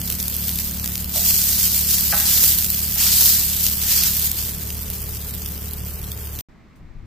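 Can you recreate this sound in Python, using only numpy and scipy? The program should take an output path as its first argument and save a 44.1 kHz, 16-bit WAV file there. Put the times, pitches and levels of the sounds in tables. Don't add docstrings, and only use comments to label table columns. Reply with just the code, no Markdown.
import sys
import numpy as np
from scipy import signal
from scipy.fft import irfft, next_fast_len
from scipy.io import wavfile
from scipy.ndimage import uniform_filter1d

SR = 44100
rng = np.random.default_rng(int(sys.argv[2]) if len(sys.argv) > 2 else 0)


def unload_audio(sound):
    columns = np.transpose(np.atleast_2d(sound))
    steps = np.round(np.clip(columns, -1, 1) * 32767)
    wavfile.write(sys.argv[1], SR, steps.astype(np.int16))


def volts_from_db(level):
    exponent = np.asarray(level, float) / 20
    return 10 ** exponent


N = 311598
GRIDDLE_END_S, TABLE_START_S = 6.411, 6.4865
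FILM_SIZE_DB = -5
LEFT_RIGHT = np.array([[1], [-1]])


def evened(x):
    return x / np.sqrt(np.mean(x ** 2) + 1e-20)


def read(points, hz):
    f, value = np.transpose(points)
    return np.interp(np.log(hz + 1), np.log(f + 1), value)


def curves(rows, t):
    s, *columns = np.transpose(rows)
    return [np.interp(t, s, c) for c in columns]


def drift(per_s):
    low_pass = signal.butter(2, per_s, fs=SR, output="sos")
    wander = signal.sosfilt(low_pass, rng.standard_normal(N + SR))
    return evened(wander[SR:])


def shaped(x, field_db, size):
    hz, t, z = signal.stft(x, SR, nperseg=size, noverlap=size * 3 // 4)
    z = z * volts_from_db(field_db(hz[:, None], t))
    return signal.istft(z, SR, nperseg=size, noverlap=size * 3 // 4)[1][..., :N]


def port_noise():
    # (frequency [Hz], likeness [-1 to 1])
    likeness = [(30, 0.75), (150, 0.73), (380, 0.68), (950, 0.31), (2380, 0.79), (5980, 0.28),
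                (15000, -0.12)]
    # (frequency [Hz], left over right [dB])
    balance = [(60, -1.5), (180, 1.5), (550, -0.5), (1650, -0.5), (4970, 0.5), (15000, -1.5)]
    size = next_fast_len(N)
    hz = np.fft.rfftfreq(size, 1 / SR)
    a, b, c, d = rng.standard_normal((len(hz), 4)).T * np.sqrt(size / 2)
    same = np.clip(read(likeness, hz), 0, 1)
    lean = volts_from_db(read(balance, hz) / 2)
    left = a + 1j * b
    right = same * left + np.sqrt(1 - same ** 2) * (c + 1j * d)
    return irfft([left * lean, right / lean], size)[:, :N]


def engine():
    # (time [s], firing rate [Hz], second overtone level [dB], sixth overtone level [dB])
    running = [(0, 36.0, -34, -43), (2.6, 36.1, -34.5, -45), (4.4, 36.2, -34, -48), (5.3, 36.3, -33.5, -51),
               (6.41, 36.6, -33.5, -53)]
    # (multiple of firing rate [1], level [dB])
    exhaust = [(1, -14), (2, 0), (3, -8), (4, -16.5), (5, -1), (6, -3.5), (7, -18), (8, -17), (9, -22.5)]
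    # (time [s], pitch [Hz], level [dB])
    whine = [(0, 415, -67), (4.1, 418, -65), (4.45, 423.5, -53), (6, 424, -53.5), (6.41, 424, -56)]
    # (frequency [Hz], level [dB per Hz])
    yard_colour = [(15, -36.5), (24, -8), (36, -2), (50, -7), (75, -10), (150, -9.5), (200, -18.5),
                   (300, -22.5), (420, -22.5), (635, -27.5), (1240, -30.5), (2870, -37.5), (4000, -53.5),
                   (5200, -64)]
    t = np.arange(N) / SR
    hz, low_db, high_db = curves(running, t)
    turns = np.cumsum(hz * (1 + .008 * drift(12))) / SR
    bright_db = high_db - low_db - exhaust[5][1]
    out = np.zeros(N)
    for k, db in exhaust:
        waver_db = (.3 + .3 * k) * drift(12)
        lag = 0.85 * k + .12 * k ** 2
        level_db = db + low_db + bright_db * np.clip((k - 3) / 3, 0, 1) + waver_db
        out -= volts_from_db(level_db) * np.cos(2 * np.pi * k * turns - lag)
    whine_hz, whine_db = curves(whine, t)
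    whine_level = volts_from_db(whine_db + 0.63 * drift(15.0))
    whine_turns = np.cumsum(whine_hz * (1 + 0.0022 * drift(13.0))) / SR
    out += whine_level * np.sin(2 * np.pi * whine_turns)
    throb = 1 + 0.12 * np.cos(2 * np.pi * turns)
    roar = shaped(port_noise(), lambda f, s: read(yard_colour, f) + 0 * s, size=2048)
    hum = np.sqrt(2) * out * volts_from_db(0.1 * LEFT_RIGHT)
    return hum + volts_from_db(-31.5 - 5.5) * throb * evened(roar)


def table(t):
    # (frequency [Hz], level [dB per Hz])
    air_colour = [(24, -18), (40, -1), (254, -6.5), (498, -20.5), (593, -19.5), (1080, -20), (1530, -24),
                  (2070, -21.5), (3000, -33), (4150, -34), (8360, -44), (9470, -53), (15600, -47.5)]
    # (time [s], level [dB], decay [s])
    rustles = [
        (6.757, -60, 0.028),
        (7.055, -67, .02),
    ]
    # (time [s], level [dB], left over right [dB])
    breeze = [(6.49, -60, -12), (6.54, -63, 6), (6.7, -70.5, 6), (6.82, -49, 1), (6.854, -47, 1),
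              (6.88, -56, 4), (6.9, -46, 6), (7.01, -46.5, 6), (7.06, -46, 5)]
    # (frequency [Hz], level [dB per Hz])
    gust = [(12, -18), (20, 2), (134, -11.5), (258, -22.5), (296, -41.5), (331, -21), (400, -58),
            (520, -76), (880, -120)]
    air = shaped(port_noise()[:, :len(t)], lambda f, s: read(air_colour, f) + 0 * s, size=1024)
    air = evened(air[:, :len(t)])
    brush = sum(volts_from_db(db) * (t > s) * np.exp(-abs(t - s) / decay) for s, db, decay in rustles)
    db, pan_db = curves(breeze, t)
    eddies = rng.standard_normal((2, len(t))) + 2.4 * rng.standard_normal(len(t))
    wind = evened(shaped(eddies, lambda f, s: read(gust, f) + 0 * s, size=4096)[:, :len(t)])
    wind = wind * volts_from_db(db + 8.5 + pan_db / 2 * LEFT_RIGHT + 1.95 * drift(30.5)[:len(t)])
    return volts_from_db(-49) * air + brush * rng.standard_normal((2, len(t))) + wind


def knocks():
    # (time [s], peak [dB], ring time factor [1], rattle [s], hardness [dB per octave])
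    blows_on_steel = [
        (0.841, -30, 0.3, .008, 4),
        (1.149, -25, 1, 0.031, -24),
        (1.977, -45, 0.94, 0.0082, 16.5),
        (2.124, -14, 0.65, 0.0088, 0.5),
        (2.142, -18.5, 0.47, 0.0079, -2),
        (2.955, -28.5, 0.63, .012, 1.5),
    ]
    # (frequency [Hz], level [dB], time to fall 60 dB [s])
    steel = [(611, -8, 0.33), (699, -0.5, 0.14), (820, 0.5, 0.13), (842, -3.5, .08), (1093, -2, 0.12),
             (1214, -3.5, 0.047), (1327, -3.5, 0.12), (1519, -2.5, 0.17), (1640, -1.5, .12),
             (1741, -5, 0.041), (1902, -5, 0.12), (2470, -11, 0.12)]
    out, t = np.zeros(N + SR), np.arange(SR // 3) / SR
    chance = rng.standard_normal((len(blows_on_steel), 2, len(t)))
    clack = signal.butter(4, [660, 2600], "band", fs=SR, output="sos")
    for (s, db, ring, rattle, hard_db), (blows, yard) in zip(blows_on_steel, chance):
        modes = np.zeros(len(t))
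        for hz, mode_db, t60 in steel:
            fall_db = 60 * t / (t60 * max(ring, .1))
            modes += volts_from_db(mode_db + hard_db * np.log2(hz / 1000) - fall_db) * np.sin(2 * np.pi * hz * t)
        drive = blows ** 2 * np.sign(blows) * np.exp(-t / max(rattle, .001))
        drive += 0.42 * yard * np.exp(-t / 0.085)
        drive[0] += 7.0
        ringing = evened(signal.fftconvolve(drive, modes)[:len(t)])
        sound = ringing + volts_from_db(hard_db - 7.0) * evened(signal.sosfilt(clack, drive))
        out[round(s * SR):][:len(t)] += volts_from_db(db) * sound / abs(sound).max()
    thin = signal.sosfilt(signal.butter(8, 585, "high", fs=SR, output="sos"), out[:N])
    return thin * volts_from_db(0.3 * LEFT_RIGHT)


def heat(t):
    # (time [s], level [dB])
    film_curve = [(0, -30), (.5, -28.5), (.76, -31), (1.1, -32.5), (2.56, -24.5), (2.66, -22),
                  (2.94, -25.5), (3.5, -26), (3.76, -30.5), (4.2, -24.5), (4.62, -33.5), (5.1, -33.5),
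                  (5.5, -35.5), (6.41, -39)]
    # (start [s], rise [s], hold [s], level [dB], bubble size [dB])
    presses = [(.55, .05, 0.016, -27, -4.5), (0.826, 0.012, 0.018, -34, -6),
               (1.114, .045, 0.055, -23.5, -1), (1.21, 0.095, 1, -20, -2), (1.834, 0.083, 0.073, -22, -2.5),
               (2.128, 0.17, 0.18, -21.5, 1), (2.297, .15, 0.027, -19, -5), (2.954, 0.055, 0.11, -21.5, 3),
               (3.064, 0.13, 0.075, -16, -1.5), (3.278, 0.028, .1, -24.5, 2), (3.47, .03, 0.031, -33.5, 8),
               (3.564, .04, 0.095, -23.5, -4), (3.766, 0.062, .04, -25.5, 1.5),
               (3.87, 0.051, 0.066, -22.5, 1.5), (3.965, 0.043, .06, -27.5, 6),
               (4.16, 0.0071, 0.015, -26.5, -3), (4.382, 0.0068, 0.011, -30.5, 1),
               (6.387, .003, .03, -40, 3)]
    sag_db_per_s, release_db_per_s, fresh_s = 7, 82, .15
    start, rise, hold, db, size_db = np.transpose(presses)[:, :, None]
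    held = t - start - rise
    fall_db = sag_db_per_s * np.clip(held, 0, hold) + release_db_per_s * np.maximum(held - hold, 0)
    press = (np.clip((t - start) / rise, 0, 1) * volts_from_db(db - fall_db)) ** 2
    film = volts_from_db(curves(film_curve, t)[0]) ** 2
    total = film + press.sum(0)
    fresh = np.exp(-abs(held) / fresh_s) * np.clip((size_db + 1.0) / 4.5, 0, 1)
    mean_size_db = (film * FILM_SIZE_DB + (press * size_db).sum(0)) / total
    return 10 * np.log10(total), mean_size_db, (press * fresh).sum(0) / total


def pops():
    # (time [s], peak [dB], low part over peak [dB], length [ms])
    loud_pops = [(0.0144, -14, -14, 0.55), (0.1002, -9, -15, 0.55), (0.1226, -9, -21, 0.55),
                 (0.1999, -13, -13, 0.55), (0.2264, -9, -21, 0.55), (0.2803, -9, -18, 0.55),
                 (0.3646, -10, -24, 0.55), (0.4813, -11, -17, 0.55), (0.4918, -10, -16, 0.55),
                 (0.5571, -10, -19, 0.55), (0.5866, -9, -19, 0.55), (0.842, -16, -13, 0.55),
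                 (0.8584, -16, -11, 0.55), (0.8749, -13, -16, 0.55), (0.9542, -14, -13, 0.55),
                 (0.9772, -13, -18, 0.55), (1.043, -15, -16, 0.55), (1.3064, -4, -14, 0.55),
                 (2.4384, -2, -18, 0.55), (3.2574, -1, -17, 0.55), (3.6646, -2, -15, 0.55),
                 (4.0347, -2, -15, 0.55), (4.3146, -7, -19, 0.55), (4.7027, -17, -14, 0.55),
                 (4.9003, -12, -23, 0.55), (5.4595, -17, -17, 0.55), (5.7329, -17, -21, 0.55),
                 (6.1165, -16, -15, 0.55), (6.3589, -23, -17, 0.55), (6.3879, -21, -14, 0.55)]
    stray_count, stray_over_db, stray_spread_db = 75, 12.5, -1.5
    out, t = np.zeros((2, N + SR)), np.arange(900) / SR
    when = GRIDDLE_END_S * rng.random(stray_count)
    luck = rng.standard_normal((stray_count, 2))
    stray_db = heat(when)[0] + stray_over_db + stray_spread_db * luck[:, 0]
    strays = np.transpose([when, stray_db, -17 + 1.8 * luck[:, 1], .3 + 0 * when])
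    rows = np.vstack([loud_pops, strays])
    u = t / (np.maximum(rows[:, 3:], .1) / 1000)
    shape = u * np.exp(1 - u) + .06 * np.exp(-t / .004)
    noise = rng.standard_normal((len(rows), 3, len(t))) * shape[:, None]
    noise[:, :, 6] += 3.0
    shared, own = noise[:, :1], noise[:, 1:]
    low_band = signal.butter(2, [3000, 8600], "band", fs=SR, output="sos")
    high_band = signal.butter(2, [10800, 15400], "band", fs=SR, output="sos")
    low = signal.sosfilt(low_band, 1.5 * shared + own)
    high = signal.sosfilt(high_band, 0.17 * shared + own)
    low, high = (part / abs(part.mean(1)).max(1)[:, None, None] for part in (low, high))
    pans_db = -1.3 + 0.94 * rng.standard_normal(len(rows))
    for (s, db, low_db, _), pan_db, body, top in zip(rows, pans_db, low, high):
        side = volts_from_db(db + pan_db / 2 * LEFT_RIGHT)
        at = round((s + .0009) * SR)
        out[:, at:at + len(t)] += side * (volts_from_db(low_db + 14.5) * body + volts_from_db(1.5) * top)
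    return out[:, :N]


def bursts(per_s, spread_db, ms):
    busy = per_s / SR * volts_from_db(3.2 * drift(25))
    size = volts_from_db(spread_db * np.minimum(rng.exponential(1, N), 4)) * (rng.random(N) < busy)
    side = volts_from_db(3.0 * rng.standard_normal(N) * LEFT_RIGHT)
    u = np.arange(300) / (ms * SR / 1000)
    pulse = u * np.exp(-u)
    power = signal.oaconvolve((size * side) ** 2, pulse[None] ** 2, axes=1)[:, :N]
    return np.sqrt(abs(power) / power.mean())


def sizzle():
    # (frequency [Hz], level [dB per Hz])
    fizz_colour = [(350, -51.5), (600, -11), (669, -22.5), (736, -23.5), (820, -12.5), (939, -19),
                   (1530, -13), (2300, -10.5), (4790, 2.5), (8470, 2), (9710, -2.5), (12400, 6), (14600, 8),
                   (15400, -0.5)]
    flicker_db, flicker_per_s = 1.1, 16
    fresh_db = 10.5
    film_spit = .3
    flicker = drift(flicker_per_s)

    def colour(hz, t):
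        level_db, size_db, fresh = heat(t)
        octave = np.log2(hz + 50)
        large = 1 / (1 + np.exp(4.2 * (octave - np.log2(9000))))
        largest = 1 / (1 + np.exp(8.4 * (octave - np.log2(3750))))
        patches = uniform_filter1d(rng.standard_normal((len(hz), len(t))), 6, 0)
        patches = evened(uniform_filter1d(patches, 30, 1))
        level_db = level_db + flicker_db * np.interp(t * SR, np.arange(N), flicker)
        largest_db = 0.26 * size_db + fresh_db * fresh - .25 * (level_db + 19) - 1.0
        return (read(fizz_colour, np.minimum(hz, 15300)) + level_db + (large - largest) * size_db
                + largest * largest_db + 0.93 * patches)

    coarse = np.arange(0, N, 200)
    bare = np.clip(heat(coarse / SR)[1] / FILM_SIZE_DB, 0, 1) ** 2
    thin = np.interp(np.arange(N), coarse, bare)
    steam = 0.7 * (1 - film_spit * thin) * port_noise()
    fizz = 0.55 * bursts(per_s=1100, spread_db=-1.5, ms=0.19) * port_noise()
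    spits = 0.26 * (1 + film_spit * thin) * bursts(per_s=86, spread_db=2.0, ms=0.39) * port_noise()
    return volts_from_db(5.0) * shaped(steam + fizz + spits, colour, size=256)


def gated(x):
    # (centre [Hz], width [Hz], extra readiness [dB])
    dropouts = [(3650, 550, 2.0), (5800, 1800, 1.5), (9900, 500, .8)]
    hz, t, z = signal.stft(x, SR, nperseg=1024, noverlap=768)
    power = uniform_filter1d((abs(z) ** 2).mean(0), size=5, axis=1) + 1e-20
    around = uniform_filter1d(power, size=40, axis=0)
    dip_db = 10 * np.log10(uniform_filter1d(power, size=5, axis=0) / around)
    treble_db = 10 * np.log10(power[(hz > 11500) & (hz < 15000)].mean(0))
    masked = .12 * np.clip(treble_db - 10 * np.log10(around) - 8, -8, 8)
    awake = treble_db > -75
    quiet = .18 * np.clip(-48 - treble_db, 0, 12) * (hz[:, None] < 11000) * awake
    valleys = sum(size * np.exp(-((hz[:, None] - f) / width) ** 2) for f, width, size in dropouts)
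    shut = (dip_db < -3.9 + valleys + masked + quiet) & (hz[:, None] > 2700) & awake
    shut = shut[np.arange(len(hz)) // 5 * 5][:, np.arange(len(t)) // 4 * 4]
    return signal.istft(z * volts_from_db(-40 * shut), SR, nperseg=1024, noverlap=768)[1][:, :N]


def scene():
    t = np.arange(N) / SR
    griddle = sizzle() + pops() + knocks() + engine()
    out = griddle * np.clip((GRIDDLE_END_S - t) / 0.00085, 0, 1)
    late = t > TABLE_START_S
    out[:, late] += table(t[late]) * np.minimum((t[late] - TABLE_START_S) / 0.00032, 1)
    return out


def roll_off(x):
    return signal.sosfilt(signal.butter(12, 16480, fs=SR, output="sos"), x)


def record(dry):
    t = np.arange(N) / SR
    limited = np.tanh(dry / .85) * .85
    joined = gated(limited) * ((t < GRIDDLE_END_S) | (t > TABLE_START_S))
    low_pass = signal.firwin(1601, 15560, window=("kaiser", 9), fs=SR)
    banded = signal.oaconvolve(joined, low_pass[None], "same")
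    return roll_off(banded)


dry = scene()
out = record(dry)
unload_audio(out)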